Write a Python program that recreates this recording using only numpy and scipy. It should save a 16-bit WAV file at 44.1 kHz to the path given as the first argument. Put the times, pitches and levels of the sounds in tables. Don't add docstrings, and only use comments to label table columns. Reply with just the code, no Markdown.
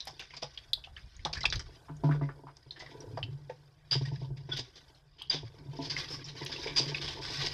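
import sys
import numpy as np
from scipy import signal
from scipy.fft import rfft, irfft, next_fast_len
from scipy.io import wavfile
from scipy.ndimage import uniform_filter1d

SR = 44100
rng = np.random.default_rng(int(sys.argv[2]) if len(sys.argv) > 2 else 0)


def put_to_file(sound):
    columns = np.atleast_2d(sound).T
    safe = np.clip(columns, -1, 1)
    whole_steps = np.round(safe * 32767)
    wavfile.write(sys.argv[1], SR, whole_steps.astype(np.int16))


N = 332073

# start_s, level_db
BREEZE_CURVE = [(0.0, -67), (0.75, -58), (1.55, -41.5), (1.8, -60), (2.2, -52), (2.6, -67.5), (3.3, -58),
                (3.7, -71.5), (4.2, -53.5), (5.0, -69.5), (5.45, -64), (6.85, -56.5), (7.53, -57)]
# pitch_hz, level_db (per Hz)
HUSH_SPECTRUM = [(18, -2), (30, -30), (133, 11.5), (206, -21.5), (674, -4), (1350, -14), (1530, -5.5),
                 (2920, -55.5), (5010, -37), (6640, -24), (14000, -30)]
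HUSH_DB = -70.5
INSECT_DB, INSECT_FADE_START_S, INSECT_FADE_DB_PER_S = -90, 2.9, 65.5

# start_s, slosh_level_db, bottom_drumming_level_db
CHURN_CURVES = [(0.0, -72.5, -60.5), (1.17, -80, -80.5), (1.45, -57, -51), (1.89, -72.5, -72),
                (2.12, -46, -47), (2.6, -74, -67.5), (3.0, -50.5, -55.5), (3.31, -57, -45),
                (3.58, -69.5, -64), (3.9, -80.5, -56), (4.11, -56.5, -52), (4.47, -64, -46),
                (4.63, -62, -68), (5.01, -79, -70.5), (5.79, -50.5, -48.5), (6.27, -56.5, -48),
                (6.65, -44, -53), (7.53, -51, -45.5)]
# pitch_hz, loaded_level_db, full_t60_s, free_bottom_gain_db
UPPER_MODES = [(272.8, -8, 0.23, 7), (309, -2.5, 0.085, -2.5), (358.7, -1, 0.13, -8), (443, -5, 0.15, -8.5),
               (555, -19, 0.62, -1.5), (677, -8, 0.18, 2.5), (892.5, -3, 0.15, -0.5), (985, -6.5, 0.22, 4)]
LOADED_RING, RUBBED_RING = 0.4, 0.6
# pitch_hz, nominal_width_hz, level_db
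BOTTOM_RESONANCES = [(107.4, 42, -0.5), (134, 190, 9.5), (143.8, 9.4, 6.5)]

# start_s, level_db
SPRAY_CURVE = [(0.0, -61.5), (0.25, -60.5), (0.63, -66), (1.26, -65.5), (1.45, -59), (1.68, -62.5),
               (1.91, -70), (2.58, -70.5), (2.91, -64.5), (3.84, -68), (4.07, -56), (4.32, -70.5),
               (4.63, -60.5), (5.01, -75.5), (5.22, -75), (5.35, -58), (5.68, -65.5), (5.87, -54),
               (6.0, -44.5), (6.25, -54), (6.6, -48), (6.92, -45), (7.19, -48.5), (7.4, -38), (7.53, -45)]
# pitch_hz, level_db (per Hz)
SPRAY_SPECTRUM = [(600, -3.5), (1100, -1.5), (1300, -13), (1550, -2.5), (2390, -2), (2700, -4.5), (3410, 2),
                  (4300, -2), (4900, 8), (6100, -5.5), (6800, -14.5), (10700, -26.5), (13500, -27),
                  (14500, -62)]
FIZZ_DB, FIZZ_HZ = -30, 7000

# start_s, nominal_level_db, bubble_pitch_hz, t60_s, wash_level_db (re nominal)
TAIL_SLAPS = [(0.0044, -17, 3940, 0.1, -27.5), (0.0706, -27.5, 5250, 0.083, -6.5),
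              (0.108, -30, 5360, 0.058, -36), (0.194, -23.5, 2810, 0.16, -14.5),
              (0.3048, -34, 2180, 0.14, -17), (0.337, -33.5, 2280, 0.077, -9.5),
              (0.3664, -26.5, 4830, 0.083, -12), (0.4202, -34.5, 4230, 0.13, -2.5),
              (0.575, -20, 3280, 0.059, -18), (0.7322, -4.5, 3974, 0.054, -56),
              (0.839, -26, 3040, 0.13, -27), (0.965, -31.5, 3050, 0.11, -40),
              (1.166, -38, 6740, 0.026, -25), (1.192, -38.5, 2100, 0.091, -15),
              (1.2491, -28, 4160, 0.074, 0), (1.3295, -24.5, 4600, 0.056, -3.5),
              (1.348, -25.5, 4630, 0.07, -13), (1.3694, -26, 1740, 0.14, -13),
              (1.407, -24.5, 5480, 0.053, -9), (1.4326, -17, 4000, 0.041, -17),
              (1.4535, -10.5, 2630, 0.039, -3.5), (1.501, -18, 4680, 0.052, -31),
              (1.5244, -15, 3470, 0.058, -9), (1.5557, -19, 4550, 0.076, -18),
              (1.594, -24, 5500, 0.077, -11.5), (1.967, -39.5, 6670, 0.05, -21.5),
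              (2.5679, -35, 5560, 0.032, -13), (2.708, -25.5, 4120, 0.14, -27.5),
              (2.794, -32, 4830, 0.14, -10.5), (3.0046, -29, 5750, 0.071, -22),
              (3.1709, -41.5, 1840, 0.062, 2.5), (3.2288, -16.5, 3030, 0.058, -25),
              (3.495, -36.5, 1835, 0.12, -15), (4.05, -35.5, 1920, 0.14, -6),
              (4.1536, -41, 1900, 0.099, -16), (4.247, -41, 3520, 0.12, -19), (4.369, -45, 2540, 0.098, -5),
              (4.589, -19, 4900, 0.059, -7), (4.755, -50, 4840, 0.13, 2.5), (4.947, -44, 4280, 0.17, -18),
              (5.219, -23.5, 3250, 0.21, -36), (5.9647, -19.5, 2046, 0.12, -15.5),
              (5.985, -26.5, 4560, 0.13, -5.5), (6.243, -22.5, 5340, 0.24, -47),
              (6.285, -27.5, 4050, 0.15, -13.5), (6.418, -33, 2020, 0.053, -3),
              (6.461, -27, 3130, 0.082, -6), (6.562, -31, 2740, 0.1, -13), (6.617, -28.5, 3700, 0.11, -30),
              (6.9461, -16, 2506, 0.089, -19.5), (6.982, -25, 2960, 0.064, -30),
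              (7.0133, -29.5, 3680, 0.57, -9), (7.0776, -20, 3270, 0.23, -17),
              (7.4628, -17.5, 5400, 0.068, -10.5)]
SWARM_DB = -11.5
CRACK_DB, CRACK_S = -3, 0.0019

TUB_T60_S, TUB_ECHO_DB = 0.19, -24
# start_s, nominal_level_db
BURSTING_DROPS = [(0.0518, -26), (0.074, -26.5), (0.193, -33), (0.733, -16), (1.555, -34), (4.572, -28),
                  (5.2214, -27), (6.448, -21.5)]
# start_s, nominal_level_db, pitch_hz
BUBBLE_GULPS = [(0.072, -29.5, 747), (0.222, -42, 1630), (0.336, -42, 980), (0.427, -25, 643),
                (0.775, -44, 713), (0.873, -43.5, 780), (0.968, -34, 1730), (1.255, -20, 800),
                (1.296, -34.5, 674), (1.353, -30.5, 1590), (1.438, -21, 1080), (1.525, -22, 1590),
                (1.595, -35.5, 1440), (1.884, -34, 1000), (2.039, -31.5, 700), (2.091, -27, 960),
                (2.112, -25.5, 1420), (2.142, -38.5, 980), (2.212, -34, 1170), (2.289, -30, 1106),
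                (2.469, -35.5, 1030), (2.485, -37, 1000), (2.823, -35, 588), (3.173, -29.5, 935),
                (3.175, -27.5, 608), (3.495, -30.5, 490), (3.93, -26, 1570), (5.214, -41, 985),
                (5.338, -29, 456), (6.661, -30, 444)]
GULP_T60_S, GULP_SPLASH_DB = 0.066, -5.5

# start_s, nominal_level_db, loaded_bottom_pitch_hz, upper_mode_level_db (re nominal)
BOTTOM_KNOCKS = [(0.427, -39.5, 139, -36), (1.254, -34.5, 153.5, -6), (1.542, -25.5, 115, -61),
                 (1.892, -32.5, 150.3, -8.5), (2.035, -15, 147, -11), (2.088, -22.5, 144.7, -5.5),
                 (2.212, -20.5, 141.9, -9.5), (2.435, -39, 139.6, -0.5), (2.661, -42, 134, -8.5),
                 (3.071, -33, 110, -30), (3.128, -29.5, 114, -46), (3.227, -25, 110, -28),
                 (3.278, -30.5, 110, -20), (3.914, -26.5, 130.2, -18), (3.952, -15.5, 134, -13.5),
                 (4.01, -17, 133, -15.5), (4.068, -21.5, 134, -37.5), (4.116, -19.5, 134, -18),
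                 (4.175, -24, 134, -41), (4.215, -22, 134, -14), (4.303, -24, 131, -19),
                 (4.359, -37, 139, -18), (4.488, -29.5, 137, -4.5), (4.53, -27, 134, -15),
                 (4.587, -32, 123.5, -11), (5.335, -34, 149.2, -7.5), (5.429, -28, 114, -11.5),
                 (5.684, -31.5, 139.7, -13.5), (5.788, -34, 148.5, 3), (6.411, -28.5, 134, -34),
                 (6.796, -26, 136.6, 2), (6.861, -29.5, 144.3, -28), (7.376, -30, 139.7, -31)]
FREE_HZ, FREE_T60_S, LOADED_T60_S, LOAD_SPAN_HZ = 146.8, 0.39, 0.15, 5.9
STOP_S, PUSH_LAG_S = 0.012, 0.0043
SOFT_DB_PER_OCTAVE = 1

# start_s, peak_level_db, pitch_hz, time_to_peak_s
SINGING_BUBBLES = [(1.412, -38, 2060, 0.0039), (1.512, -38.5, 3850, 0.0016), (3.497, -43, 890, 0.01),
                   (3.9115, -21.5, 4640, 0.0013), (3.917, -27, 4820, 0.0027), (3.927, -23, 4850, 0.0026),
                   (3.952, -29, 4840, 0.004), (4.05, -44.5, 1876, 0.008), (4.514, -31.5, 3446, 0.0083),
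                   (4.515, -40.5, 1485, 0.014), (5.297, -19, 4820, 0.0044)]
# start_s, level_db, froth_pitch_hz, held_s, wash_level_db (re froth)
BODY_SWEEPS = [(2.036, -50.5, 1450, 0.0092, -4), (2.1045, -53.5, 1490, 0.051, -9),
               (2.216, -55, 2030, 0.021, -18), (2.7594, -52.5, 1790, 0.0083, -5),
               (2.8, -51, 1990, 0.014, -11), (2.857, -51, 1970, 0.008, -9), (2.901, -66, 3270, 0.011, 3.5),
               (3.91, -38, 4910, 0.035, -1), (4.49, -59.5, 1590, 0.006, 7.5), (4.519, -41, 3400, 0.019, -9),
               (4.5633, -48.5, 3700, 0.01, 5.5), (5.1825, -58.5, 3150, 0.024, -4.5),
               (5.298, -42, 3690, 0.019, -1), (5.3258, -38, 3470, 0.0081, -0.5),
               (5.818, -63.5, 4380, 0.041, 12), (5.897, -48, 3530, 0.0055, 9.5),
               (6.093, -42.5, 5180, 0.054, -10), (6.516, -45, 3480, 0.0031, 3.5),
               (6.6675, -42, 2300, 0.0047, 1.5), (6.76, -37, 4760, 0.029, 4),
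               (6.8756, -41.5, 5310, 0.0039, 0.5), (7.212, -54.5, 5300, 0.17, 4.5),
               (7.39, -55, 4200, 0.08, 10.5)]
FROTH_T60_S = 0.02

# pitch_hz, width_hz, peak_gain_db
PORT_RESONANCES = [(4800, 15, 5), (3700, 330, 1.5)]
CUTOFF_HZ = 14700


def amp(db):
    return 10 ** (np.asarray(db) / 20)


def rms_one(x):
    return x / np.sqrt(np.mean(x ** 2) + 1e-20)


def in_time(rows):
    s, *columns = np.transpose(rows)
    return [np.interp(np.arange(N) / SR, s, column) for column in columns]


def drift(rate_hz):
    step = 40
    r = np.exp(-2 * step * np.pi * rate_hz / SR)
    white = rng.standard_normal(N // step + 2002)
    slow = signal.lfilter([1], [1, -2 * r, r * r], white)[2000:]
    return np.interp(np.arange(N) / step, np.arange(len(slow)), rms_one(slow))


def coloured(x, spectrum):
    size = next_fast_len(x.shape[-1] + 4096)
    hz, db = np.transpose(spectrum)
    bins_hz = np.fft.rfftfreq(size, 1 / SR)
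    gain = amp(np.interp(np.log(bins_hz + 1), np.log(hz), db))
    cepstrum = irfft(np.log(gain), size)
    cepstrum[1:size // 2] *= 2
    cepstrum[size // 2 + 1:] = 0
    return irfft(rfft(x, size) * np.exp(rfft(cepstrum)), size)[..., :x.shape[-1]]


def ring(x, hz, t60):
    r = amp(-60 / (t60 * SR))
    w = 2 * np.pi * hz / SR
    return signal.lfilter([0, np.sin(w)], [1, -2 * r * np.cos(w), r * r], x + 1e-18)


def band(x, low_hz, high_hz):
    return signal.sosfilt(signal.butter(2, [low_hz, high_hz], "band", fs=SR, output="sos"), x)


def add(out, s, x):
    i = round(s * SR)
    out[i:i + len(x)] += x[:N - i]


def grains(per_s, spread_db):
    sizes_db = spread_db * np.minimum(rng.exponential(1, N), 5)
    sizes = amp(sizes_db) * rng.choice([-1, 1], N)
    return sizes * (rng.random(N) < per_s / SR)


def droplets(clicks, low_hz, high_hz, cycles):
    dealt = rng.integers(0, 24, N)
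    pitches = np.geomspace(low_hz, high_hz, 24)
    return sum(ring(clicks * (dealt == k), hz, cycles / hz) * np.sqrt(hz) for k, hz in enumerate(pitches))


def tub_modes(x, ring_share):
    pushes = np.broadcast_to(x, (len(UPPER_MODES), N))
    return sum(amp(db) * ring(pushes[k], hz, t60 * ring_share) * (-1) ** k
               for k, (hz, db, t60, _) in enumerate(UPPER_MODES))


def swarm(s, db, hz, t60, octaves, cycles, chance):
    when, tone, size = chance * (np.arange(chance.shape[1]) > 0)
    born = t60 * .5 * when ** 2
    stray = octaves * np.sin(2 * np.pi * tone) ** 5
    pitch = hz * 2 ** np.maximum(stray, 0.37 * stray)[:, None]
    height = amp(db - 60 * born / t60 - 7.7 * np.sqrt(size))[:, None]
    t = np.arange(SR // 30) / SR
    swell = 1 - np.exp(-t * pitch / 1.5)
    tone_wave = np.sin(2 * np.pi * pitch * t * (1 + 0.27 * t))
    bubbles = swell * tone_wave * amp(-60 * t * pitch / cycles)
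    at = np.round((s + born[:, None]) * SR).astype(int) + np.arange(len(t))
    return np.bincount(np.minimum(at, N).ravel(), (height * bubbles).ravel(), N + 1)[:N]


def washes(count, size):
    unevenness = amp(2.6 * rng.standard_normal((count, size // 32 + 1))).repeat(32, axis=1)[:, :size]
    spatter = rng.standard_normal((count, size)) * unevenness
    patches = amp(3.0 * rng.standard_normal((count, 40)))
    patches = patches.repeat(size // 80 + 1, axis=1)[:, :size // 2 + 1]
    smooth_patches = uniform_filter1d(patches, size=size // 160, axis=1)
    patchy = irfft(rfft(spatter) * smooth_patches, size)
    dull = signal.butter(2, 8000.0, fs=SR, output="sos")
    wash = signal.sosfilt(dull, coloured(patchy, SPRAY_SPECTRUM))
    return spatter, wash / wash.std(axis=1, keepdims=True)


def outdoors(breeze_db):
    gusts = amp(3.5 * drift(12.0))
    breeze = rms_one(band(rng.standard_normal(N), low_hz=32.0, high_hz=80) * gusts)
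    hush = coloured(rng.standard_normal(N), HUSH_SPECTRUM) * amp(4.3 * drift(1.2))
    hush = hush / np.std(band(hush, 140, 14000))
    insect = rms_one(ring(rng.standard_normal(N), hz=9000, t60=.008))
    fading_s = np.maximum(np.arange(N) / SR - INSECT_FADE_START_S, 0)
    insect_gain = amp(INSECT_DB - INSECT_FADE_DB_PER_S * fading_s)
    return amp(breeze_db) * breeze + amp(HUSH_DB) * hush + insect_gain * insect


def slosh(slosh_db):
    soft = signal.butter(1, 700.0, fs=SR, output="sos")
    rubbing = grains(400.0, spread_db=6.0) * amp(3.5 * drift(15.0))
    rub = tub_modes(signal.sosfilt(soft, rubbing), RUBBED_RING)
    gurgle = droplets(grains(200.0, spread_db=4.0), low_hz=276, high_hz=498, cycles=26.7)
    return amp(slosh_db) * rms_one(rms_one(rub) + 0.76 * rms_one(gurgle))


def drumming(bottom_db):
    nudges = grains(140.0, spread_db=-5.5)
    hum = sum(amp(db) * rms_one(ring(ring(nudges, hz, 6.3 / width), hz, 0.17))
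              for hz, width, db in BOTTOM_RESONANCES)
    return amp(bottom_db) * rms_one(hum)


def spray(spray_db):
    clumps = amp(2.2 * drift(25.0))
    drops = droplets(grains(1600.0 * clumps, spread_db=2.0), low_hz=1107.0, high_hz=6775, cycles=140.0)
    drops_and_hiss = rms_one(drops) + .75 * rng.standard_normal(N)
    mix = clumps * rms_one(coloured(drops_and_hiss, SPRAY_SPECTRUM))
    low = signal.sosfilt(signal.butter(2, 2800.0, fs=SR, output="sos"), mix)
    high_swell = amp(2.2 * drift(6.0))
    fizz = amp(FIZZ_DB) * clumps * rms_one(band(rng.standard_normal(N), FIZZ_HZ, 14200))
    low_part = low * amp(0.57 * drift(10.0))
    high_part = (mix - low + fizz) * high_swell
    return amp(spray_db) * rms_one(low_part + high_part)


def slaps():
    bubbles, out, t = 0, np.zeros(N), np.arange(SR // 4) / SR
    chances = rng.random((len(TAIL_SLAPS), 3, 40))
    slap_washes = washes(len(TAIL_SLAPS), len(t))[1]
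    crack = 1 + amp(CRACK_DB) * np.exp(-t / CRACK_S)
    onset = t / (t + 0.0048)
    for (s, db, hz, t60, wash_db), chance, wash in zip(TAIL_SLAPS, chances, slap_washes):
        bubbles = bubbles + swarm(s, db + SWARM_DB, hz, t60, 0.587, 62.0, chance)
        near = rms_one(band(wash, hz / 2.11, hz * 1.49))
        envelope = onset * amp(db - 60 * t / t60)
        add(out, s, envelope * amp(wash_db) * crack * (wash + 0.27 * near))
    dull = signal.butter(4, 6500.0, fs=SR, output="sos")
    return signal.sosfilt(dull, bubbles) + out * amp(2.0 * drift(76.0))


def tub_echo(x):
    size = next_fast_len(N + SR)
    w = 2 * np.pi * np.fft.rfftfreq(size)
    lags = np.array([.0026, .0041, .0059, .0083, .0112, .0157]) * SR
    loops = [amp(-60 * lag / SR / TUB_T60_S) * np.exp(-1j * w * lag) for lag in lags]
    return irfft(rfft(x, size) * sum(g / (1 - g) for g in loops), size)[:N]


def ticks():
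    out, t = np.zeros(N), np.arange(SR // 20) / SR
    envelope = t / (t + 0.012) * amp(-60 * t / 0.012)
    for (s, db), white in zip(BURSTING_DROPS, rng.standard_normal((len(BURSTING_DROPS), len(t)))):
        add(out, s, amp(db) * envelope * rms_one(band(white, low_hz=5200, high_hz=14700)))
    return out


def gulps():
    out, t = np.zeros(N), np.arange(SR // 4) / SR
    chances = rng.random((len(BUBBLE_GULPS), 3, 20))
    whites = rng.standard_normal((len(BUBBLE_GULPS), len(t)))
    for (s, db, hz), chance, white in zip(BUBBLE_GULPS, chances, whites):
        out += swarm(s, db, hz, GULP_T60_S, 0.79, 14.3, chance)
        envelope = t / (t + 0.012) * amp(db + GULP_SPLASH_DB - 45 * t / GULP_T60_S)
        add(out, s, envelope * rms_one(band(white, hz / 1.3, hz * 1.47)))
    return out


def knocks():
    out, strikes, t = np.zeros(N), np.zeros((2, len(UPPER_MODES), N)), np.arange(SR) / SR
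    spots = 2.0 * rng.standard_normal((len(BOTTOM_KNOCKS), len(UPPER_MODES)))
    mode_hz, _, _, free_gain_db = np.transpose(UPPER_MODES)
    muted_db = SOFT_DB_PER_OCTAVE * np.log2(mode_hz / mode_hz[0])
    gaps = np.append(np.diff(np.transpose(BOTTOM_KNOCKS)[0]), 1)
    swell = 1 - np.exp(-t / 0.014)
    for (s, db, hz, upper_db), spot_db, gap in zip(BOTTOM_KNOCKS, spots, gaps):
        free = np.exp(-((hz - FREE_HZ) / LOAD_SPAN_HZ) ** 2)
        t60 = LOADED_T60_S + (FREE_T60_S - LOADED_T60_S) * free
        stopped = free + (1 - free) * np.clip((gap - t) / STOP_S, 0, 1)
        envelope = amp(db) * swell * stopped * amp(-60 * t / t60)
        add(out, s + PUSH_LAG_S, envelope * np.sin(2 * np.pi * hz * t))
        strike_db = db + upper_db + spot_db + free * free_gain_db - (2 - free) * muted_db
        strikes[round(free), :, round(s * SR)] = amp(strike_db)
    soft = signal.sosfilt(signal.butter(2, 600.0, fs=SR, output="sos"), strikes)
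    return out + tub_modes(soft[0], LOADED_RING) + tub_modes(soft[1], 1)


def pings():
    out, t = np.zeros(N), np.arange(SR // 5) / SR
    for s, db, hz, swell in SINGING_BUBBLES:
        envelope = (t / swell * np.exp(1 - t / swell)) ** 2
        add(out, s, amp(db) * envelope * np.sin(2 * np.pi * hz * t))
    return out


def froth(hz, spatter, t60):
    return rms_one(ring(np.tile(spatter, 2), hz, t60)[len(spatter):])


def sweeps():
    out, t = np.zeros(N), np.arange(SR // 2) / SR
    for (s, db, hz, held, wash_db), spatter, wash in zip(BODY_SWEEPS, *washes(len(BODY_SWEEPS), len(t))):
        shape = t / (t + 0.0028) * amp(db - 344.0 * np.maximum(t - held, 0))
        near = rms_one(band(wash, hz / 2.68, hz * 2.05))
        add(out, s, shape * (froth(hz, spatter, FROTH_T60_S) + amp(wash_db) * (1.33 * wash + near)))
    return out * amp(0.63 * drift(43.0))


def scene():
    slosh_db, bottom_db = in_time(CHURN_CURVES)
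    water = slaps() + sweeps() + gulps() + pings() + ticks() + spray(*in_time(SPRAY_CURVE))
    tub = slosh(slosh_db) + drumming(bottom_db) + knocks()
    echo = amp(TUB_ECHO_DB) * tub_echo(water)
    return (water + echo + tub + outdoors(*in_time(BREEZE_CURVE)))[None]


def record(dry):
    for hz, width, db in PORT_RESONANCES:
        dry = dry + (amp(db) - 1) * signal.lfilter(*signal.iirpeak(hz, hz / width, fs=SR), dry)
    return signal.sosfilt(signal.cheby2(14, 80, CUTOFF_HZ, fs=SR, output="sos"), dry)


dry = scene()
out = record(dry)
put_to_file(out)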